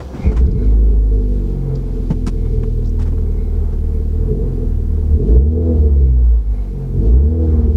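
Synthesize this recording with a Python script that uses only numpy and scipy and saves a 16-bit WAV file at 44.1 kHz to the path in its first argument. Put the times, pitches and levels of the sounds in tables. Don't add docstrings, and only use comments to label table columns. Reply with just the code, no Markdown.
import sys
import numpy as np
from scipy import signal
from scipy.fft import rfft, irfft, next_fast_len
from scipy.io import wavfile
from scipy.ndimage import uniform_filter1d, minimum_filter1d, map_coordinates

SR = 44100
rng = np.random.default_rng(int(sys.argv[2]) if len(sys.argv) > 2 else 0)


def how_loud(loudness_db):
    steps = np.asarray(loudness_db, float) / 20
    return 10 ** steps


def store_wav(level_fs):
    pcm = np.round(np.clip(np.atleast_2d(level_fs), -1, 1) * 32767)
    wavfile.write(sys.argv[1], SR, pcm.T.astype(np.int16))


N = 342591

# time_s, firing_rate_hz
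ENGINE_SPEED = [(0.2, 19.6), (0.43, 31), (0.62, 50), (0.8, 53.7), (1.95, 42.1), (2.5, 40.4), (4.12, 37.5),
                (4.36, 45.6), (4.72, 39), (5.18, 37.2), (5.5, 79), (5.66, 83), (6.1, 63.2), (6.55, 49.2),
                (6.97, 42.4), (7.33, 82.5), (7.55, 77.6), (7.77, 75.4)]
# time_s, load_over_idle_db
ENGINE_LOAD = [(.2, 3), (.62, 5.5), (1.3, 3), (2.05, 1), (4.1, -1.5), (4.36, 7), (4.7, 0.5), (5.1, -0.5),
               (5.22, 9), (5.33, 11), (5.7, 12.5), (6.0, 7), (6.5, -6.5), (6.85, -1.5), (7.06, 10),
               (7.2, 8.5), (7.45, 10), (7.77, 6)]
# order_pitch_hz, level_db_rms
FIRST_ORDER_PATH = [(15, -31), (30, -24), (40, -15.5), (45, -21.5), (52, -8.5), (60, -5.5), (73, -5.5),
                    (90, -22)]
SECOND_ORDER_PATH = [(30, -26.5), (64, -12), (76, -18), (89, -34.5), (101, -23), (111, -38.5), (125, -16),
                     (175, -40.5)]
THIRD_ORDER_PATH = [(60, -24.5), (113, -39), (120.5, -27), (126, -29.5), (133, -21.5), (150, -45),
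                    (195, -28.5), (250, -21.5)]
UNEVEN_ORDER_PATH = [(10, -29), (21, -24.5), (29, -32), (33, -43), (39, -39.5), (45, -25.5), (57.5, -20),
                     (66, -49.5)]
# time_s, second_order_rise_db, half_length_s
SECOND_ORDER_SWELLS = [
    (4.19, 7.5, 0.073),
    (5.16, 8.5, 0.055),
    (6.97, 11, 0.046),
]
# centre_hz, width_hz, level_db
AIR_MODES = [(58.4, 2.1, 4), (74.75, 2.1, -10)]
# centre_hz, width_hz, level_db
CABIN_RESONANCES = [(136.8, 20, 4.5), (153.7, 2, -2), (182.1, 15, 1), (248.8, 26.5, 3.5), (324, 19.4, 1.5),
                    (370, 45, -3), (445.9, 12.7, 3), (484.4, 12, -1), (575, 42, -13.5), (665, 65, -12),
                    (790, 180, -19)]
# frequency_hz, density_db_per_hz
PANEL_SPECTRUM = [(26, -31.5), (45, -4.5), (64, -0.5), (97, -11.5), (156, -18), (212, -18.5), (284, -34.5),
                  (443, -10), (478, -35), (562, -46), (600, -42), (780, -75), (1320, -120)]
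# frequency_hz, density_db_per_hz
VALVE_SPECTRUM = [(310, -19.5), (520, 4), (592, -15), (679, -2.5), (1010, -10.5), (1310, -15.5),
                  (1970, -25), (2160, -26), (2770, -39.5), (3200, -34.5), (4160, -64), (7040, -120)]
# time_s, rise_db, half_length_s
VALVE_CLATTER = [
    (0, 17.5, 0.03),
    (.24, 11, .18),
    (5.27, 4, 0.1),
    (7.07, 3, 0.076),
    (7.55, 2.5, .15),
]
# centre_hz, width_hz, level_db
WHINE_RESONANCES = [(2080, 60, -4), (2186, 70, 0), (2235, 60, -3), (2390, 60, -5), (4000, 300, -9)]
# time_s, rise_db, half_length_s
WHINE_SWELLS = [(0, 13.5, .3), (.6, 20, 0.18), (1.7, 10.5, .5), (2.5, 14, .15), (3.42, 17, 0.17),
                (3.95, 13, .06), (6.03, 15.5, 0.11), (6.6, 16, 0.19), (7.57, 14, .1)]
# time_s, rise_over_shudder_db
COMPRESSION_STROKES = [
    (0, 10),
    (0.274, 20),
    (0.404, 21),
    (0.491, 19.5),
    (.56, 14),
]
# frequency_hz, density_db_per_hz
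SHUDDER_SPECTRUM = [(12, -47), (20, -20), (48, -6.5), (65, 2), (97, -7), (150, -11.5), (193, -11),
                    (280, -47), (300, -21), (390, -48), (660, -120)]
# time_s, level_db
PINION_GRIND = [
    (0.17, -63),
    (0.246, -38),
    (0.284, -39),
    (0.344, -64),
    (0.36, -47),
]
# start_s, peak_db, thud_db, bright_db, rise_s
TRIM_KNOCKS = [(0.132, -44, -23, -59, 0.035), (0.19, -55, -19, -74.5, 0.0087),
               (0.311, -43, -17.5, -54, 0.018), (0.363, -34.5, -35, -45, 0.014),
               (0.384, -45, -25.5, -54.5, 0.014), (2.101, -39.5, -9.5, -49.5, 0.015),
               (2.264, -34, -17, -38, 0.015), (2.448, -54, -51, -69, 0.014),
               (2.631, -39.5, -19.5, -57, 0.0069), (2.99, -45, -25.5, -52.5, 0.018),
               (3.015, -45, -31, -51.5, 0.014), (3.054, -48.5, -28, -59, 0.024),
               (3.12, -52, -21.5, -70, 0.011), (3.178, -49.5, -26, -73, 0.0061),
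               (3.721, -52, -26.5, -61, 0.013)]
# frequency_hz, density_db_per_hz
TRIM_SPECTRUM = [(500, -42.5), (750, 3), (1000, 11.5), (1700, 3.5), (3000, -4), (4000, -13)]
# start_s, peak_db, pitch_hz
DRY_TICKS = [(0.4617, -46.5, 4770), (0.5117, -45.5, 4910), (0.6444, -52, 4070), (1.7524, -40, 4760),
             (2.8439, -51, 3999), (2.855, -46, 5000), (2.8706, -47, 4960), (2.8915, -49, 5730)]
# start_s, peak_db, pitch_hz
RUBBER_SQUEAKS = [
    (2.976, -38.5, 930),
    (3.052, -33.5, 912),
]
# frequency_hz, density_db_per_hz
RUSTLE_SPECTRUM = [(1470, -34.5), (2500, 2.5), (2760, -1.5), (3110, 0), (4680, -1), (5430, -3.5),
                   (7730, -9), (11000, -24.5), (14300, -40), (22000, -120)]
# time_s, rise_db, half_length_s
CLOTH_SHIFTS = [(0, 13.5, 0.078), (.2, 9.5, 0.12), (.4, 6.5, 0.21), (1.35, 4.5, 0.17), (2.0, 6, 0.2),
                (2.6, 5.5, 0.34), (5.28, 5.5, 0.06), (7.07, 5.5, 0.055), (7.65, 2.5, 0.087)]
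# frequency_hz, density_db_per_hz
HISS_SPECTRUM = [(880, -35.5), (1500, 0.5), (3250, -10), (4040, -9), (15100, -11), (16000, -17)]

IDLE_HZ, INERTIA_S = 40, .09
GROWL_DB, GEAR_DB, WHINE_DB, RUSTLE_DB, HISS_DB = -29.5, -48, -78, -62, -66
BOOM_GROWS, UPPER_GROWS, PANEL_GROWS, GEAR_GROWS = 0.34, .4, 1, .15
REV_GROWS, RUSTLE_GROWS = 1.09, .9
BUILD_S = 0.03
BETWEEN_DB, STROKE_S = -33, 0.052
LIMIT_DB, SQUEEZE = -5, 0.62
HOLD_S, ATTACK_S, MEMORY_S, MEMORY_SHARE = .12, 0.0098, 0.72, 0.49


def engine():
    hz, cycles, load_db = firing()
    running = np.clip((np.arange(N) / SR - .2) / 0.077, 0, 1)
    return running * (boom(hz, cycles, load_db) + growl(hz, cycles, load_db) + panels(load_db))


def firing():
    hz = uniform_filter1d(curves(ENGINE_SPEED)[0], round(INERTIA_S * SR), mode="nearest")
    return hz, np.cumsum(hz) / SR, curves(ENGINE_LOAD)[0]


def boom(hz, cycles, load_db):
    def tone(order, lag):
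        return np.sqrt(2) * np.sin(2 * np.pi * (order * cycles + lag))

    first_db = along(FIRST_ORDER_PATH, hz) + BOOM_GROWS * load_db
    second_db = along(SECOND_ORDER_PATH, hz * 2) + UPPER_GROWS * load_db + swells(SECOND_ORDER_SWELLS)
    third_db = along(THIRD_ORDER_PATH, hz * 3) + UPPER_GROWS * load_db
    uneven_db = along(UNEVEN_ORDER_PATH, hz * 3 / 4) + UPPER_GROWS * load_db

    out = lagged(how_loud(first_db + 0.41 * wobble(1.8)), BUILD_S) * tone(0.99, 0.21)
    out += how_loud(second_db + 2.1 * wobble(9.9)) * tone(2, 0.28)
    out += how_loud(third_db + 3.7 * wobble(14)) * tone(3, 0.27)
    uneven = tone(3 / 4, 0.084) + how_loud(-10.5) * tone(5 / 4, 0.93) + how_loud(-14) * tone(3 / 2, 0.082)
    out += how_loud(uneven_db + 1.9 * wobble(31)) * uneven
    return out + how_loud(-4) * filtered(out, lambda f: resonant(AIR_MODES, f))


def growl(hz, cycles, load_db):
    growl_db = GROWL_DB + load_db
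    out, grid = np.zeros(N), np.arange(1500.)
    response = resonant(CABIN_RESONANCES, grid)
    ringing = response * np.abs(response) ** 0.74
    for quarter in [7, 9, 10, 11, *range(13, 69)]:
        order_hz = hz * quarter / 4
        order_db = -.1 if quarter % 4 == 0 else -8 if quarter % 2 == 0 else -16
        gain = np.interp(order_hz, grid, ringing)
        gain *= how_loud(0.48 * (growl_db + 26.5) * np.log2(order_hz / 330))
        lag = rng.random() * (quarter % 4 > 0)
        wave = np.real(gain * np.exp(2j * np.pi * (quarter / 4 * cycles + lag)))
        out += how_loud(order_db + 2.1 * wobble(9)) * wave
    return how_loud(growl_db) * steady(out, seconds=0.89)


def panels(load_db):
    shake = how_loud(4.1 * wobble(16)) * rush(PANEL_SPECTRUM)
    return how_loud(GROWL_DB + PANEL_GROWS * load_db) * shake


def valve_gear():
    hz, cycles, load_db = firing()
    gear_db = GEAR_DB + GEAR_GROWS * load_db + REV_GROWS * speed_db(hz) + swells(VALVE_CLATTER)
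    return how_loud(gear_db + 0.5 * np.cos(2 * np.pi * cycles) + 2.2 * wobble(11)) * rush(VALVE_SPECTRUM)


def gear_whine():
    whine = unit(filtered(rng.standard_normal(N), lambda f: resonant(WHINE_RESONANCES, f) ** 2))
    return how_loud(WHINE_DB + swells(WHINE_SWELLS) + 1.0 + 1.5 * wobble(6.7)) * whine


def starter():
    t = np.arange(N) / SR
    fade = np.clip((.7 - t) / 0.05, 0, 1)
    strokes = [(s, db, STROKE_S) for s, db in COMPRESSION_STROKES]
    shake = how_loud(BETWEEN_DB + swells(strokes) + 3.6 * wobble(30)) * rush(SHUDDER_SPECTRUM)
    rattle = rush([(200, 0.0), (380, 15.5), (480, -15.5), (1700, -13)])
    shake += how_loud(-38.0 + 3.2 * wobble(26)) * rattle
    grind = rush([(1950, -24), (2120, 11), (2250, 6), (2480, 0), (2650, -30.0)])
    grind *= how_loud(curves(PINION_GRIND)[0] + 1.1 * wobble(60)) * (t > .17) * (t < .36)
    brushes = rush([(4500, -14.5), (5900, 11.5), (6300, -5), (7500, -18.0)])
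    return fade * shake + how_loud(-63.0) * (t < .41) * brushes + fade * 0 + grind


def cabin_noises():
    out, size = np.zeros(N + SR), SR // 4
    t = np.arange(size) / SR
    for s, db, thud_db, bright_db, rise in TRIM_KNOCKS:
        fall = np.sqrt(t / rise) * np.exp(-(t / rise) ** 2 / 2)
        grit = unit(uniform_filter1d(rng.standard_normal(size), size=40))
        thud = rush([(120, -2.5), (175, -3.0), (300, -10), (520, -24), (900, -28)], size=size)
        bright = rush([(2800, 1), (5500, 6), (9000, -1.5), (15500, -25.0)], size=size)
        knock = how_loud(db + 5.0) * rush(TRIM_SPECTRUM, size=size)
        knock += how_loud(thud_db + 1.5) * thud + how_loud(bright_db + 3.5 + 3.6 * grit) * bright
        out[round(s * SR):][:size] += fall * knock
    for s, db, hz in DRY_TICKS:
        band = rush([(hz * 0.63, -18), (hz, 0), (hz * 1.63, -16)], size=size)
        out[round(s * SR):][:size] += how_loud(db + 5.0 - 60 * t / 0.038) * (1 - np.exp(-t / 0.0033)) * band
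    for s, db, hz in RUBBER_SQUEAKS:
        band = rush([(hz * 0.956, -22), (hz, 0), (hz * 1.044, -20)], size=size)
        out[round(s * SR):][:size] += how_loud(db + 4.5 - 60 * t / 0.12) * (1 - np.exp(-t / 0.0042)) * band
    return out[:N]


def air():
    rustle_db = RUSTLE_DB + RUSTLE_GROWS * speed_db(firing()[0]) + swells(CLOTH_SHIFTS)
    rustle = how_loud(rustle_db - 2.5 + 1.0 * wobble(22)) * rush(RUSTLE_SPECTRUM)
    return rustle + how_loud(HISS_DB + 5.5) * rush(HISS_SPECTRUM)


def speed_db(hz):
    return 20 * np.log10(np.maximum(hz / IDLE_HZ, 1))


def unit(x):
    return x / np.sqrt(np.mean(x ** 2) + 1e-20)


def along(points, hz):
    f, v = np.transpose(points)
    return np.interp(np.log(hz + 1), np.log(f + 1), v, -120, -120)


def curves(rows):
    s, *cols = np.transpose(rows)
    return [np.interp(np.arange(N) / SR, s, c) for c in cols]


def wobble(rate):
    knots = rng.standard_normal(int(N * rate / SR) + 4)
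    return map_coordinates(knots, [np.arange(N) * rate / SR], order=1)


def swells(rows):
    t = np.arange(N) / SR
    return sum(db * np.exp(-((t - s) / half) ** 2) for s, db, half in rows)


def filtered(x, response):
    m = next_fast_len(len(x) + 8192)
    return irfft(rfft(x, m) * response(np.fft.rfftfreq(m, 1 / SR)), m)[:len(x)]


def resonant(modes, f):
    total = 0
    for k, (centre, width, db) in enumerate(modes):
        damping = 1j * f * width
        total = total + (-1) ** k * how_loud(db) * damping / (centre * centre - f * f + damping)
    return total


def rush(spectrum, size=N):
    return unit(filtered(rng.standard_normal(size), lambda hz: how_loud(along(spectrum, hz))))


def steady(x, seconds):
    return x / np.sqrt(np.abs(uniform_filter1d(x ** 2, round(seconds * SR))) + 1e-9)


def lagged(x, seconds):
    keep = np.exp(-1 / (seconds * SR))
    return signal.lfilter([1 - keep], [1, -keep], x)


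def gain_control(x):
    cut_db = -SQUEEZE * np.maximum(20 * np.log10(np.abs(x) + 1e-9) - LIMIT_DB, 0)
    hold = round(HOLD_S * SR)
    cut_db = minimum_filter1d(cut_db, hold, origin=(hold - 1) // 2)
    return x * how_loud(lagged(cut_db, ATTACK_S) + MEMORY_SHARE * lagged(cut_db, MEMORY_S))


def scene():
    return (engine() + valve_gear() + gear_whine() + starter() + cabin_noises() + air())[None]


def band_limit(x):
    return signal.sosfilt(signal.butter(12, 16810, fs=SR, output="sos"), x)


def record(dry):
    ends = np.clip(np.minimum(np.arange(N) / 120, np.arange(N)[::-1] / 20), 0, 1)
    heard = gain_control(filtered(dry[0], lambda f: f ** 4 / (f ** 4 + 24 ** 4)))
    heard = heard / (1 + np.abs(heard / .95) ** 6) ** (1 / 6)
    return band_limit(ends * heard[None])


dry = scene()
out = record(dry)
store_wav(out)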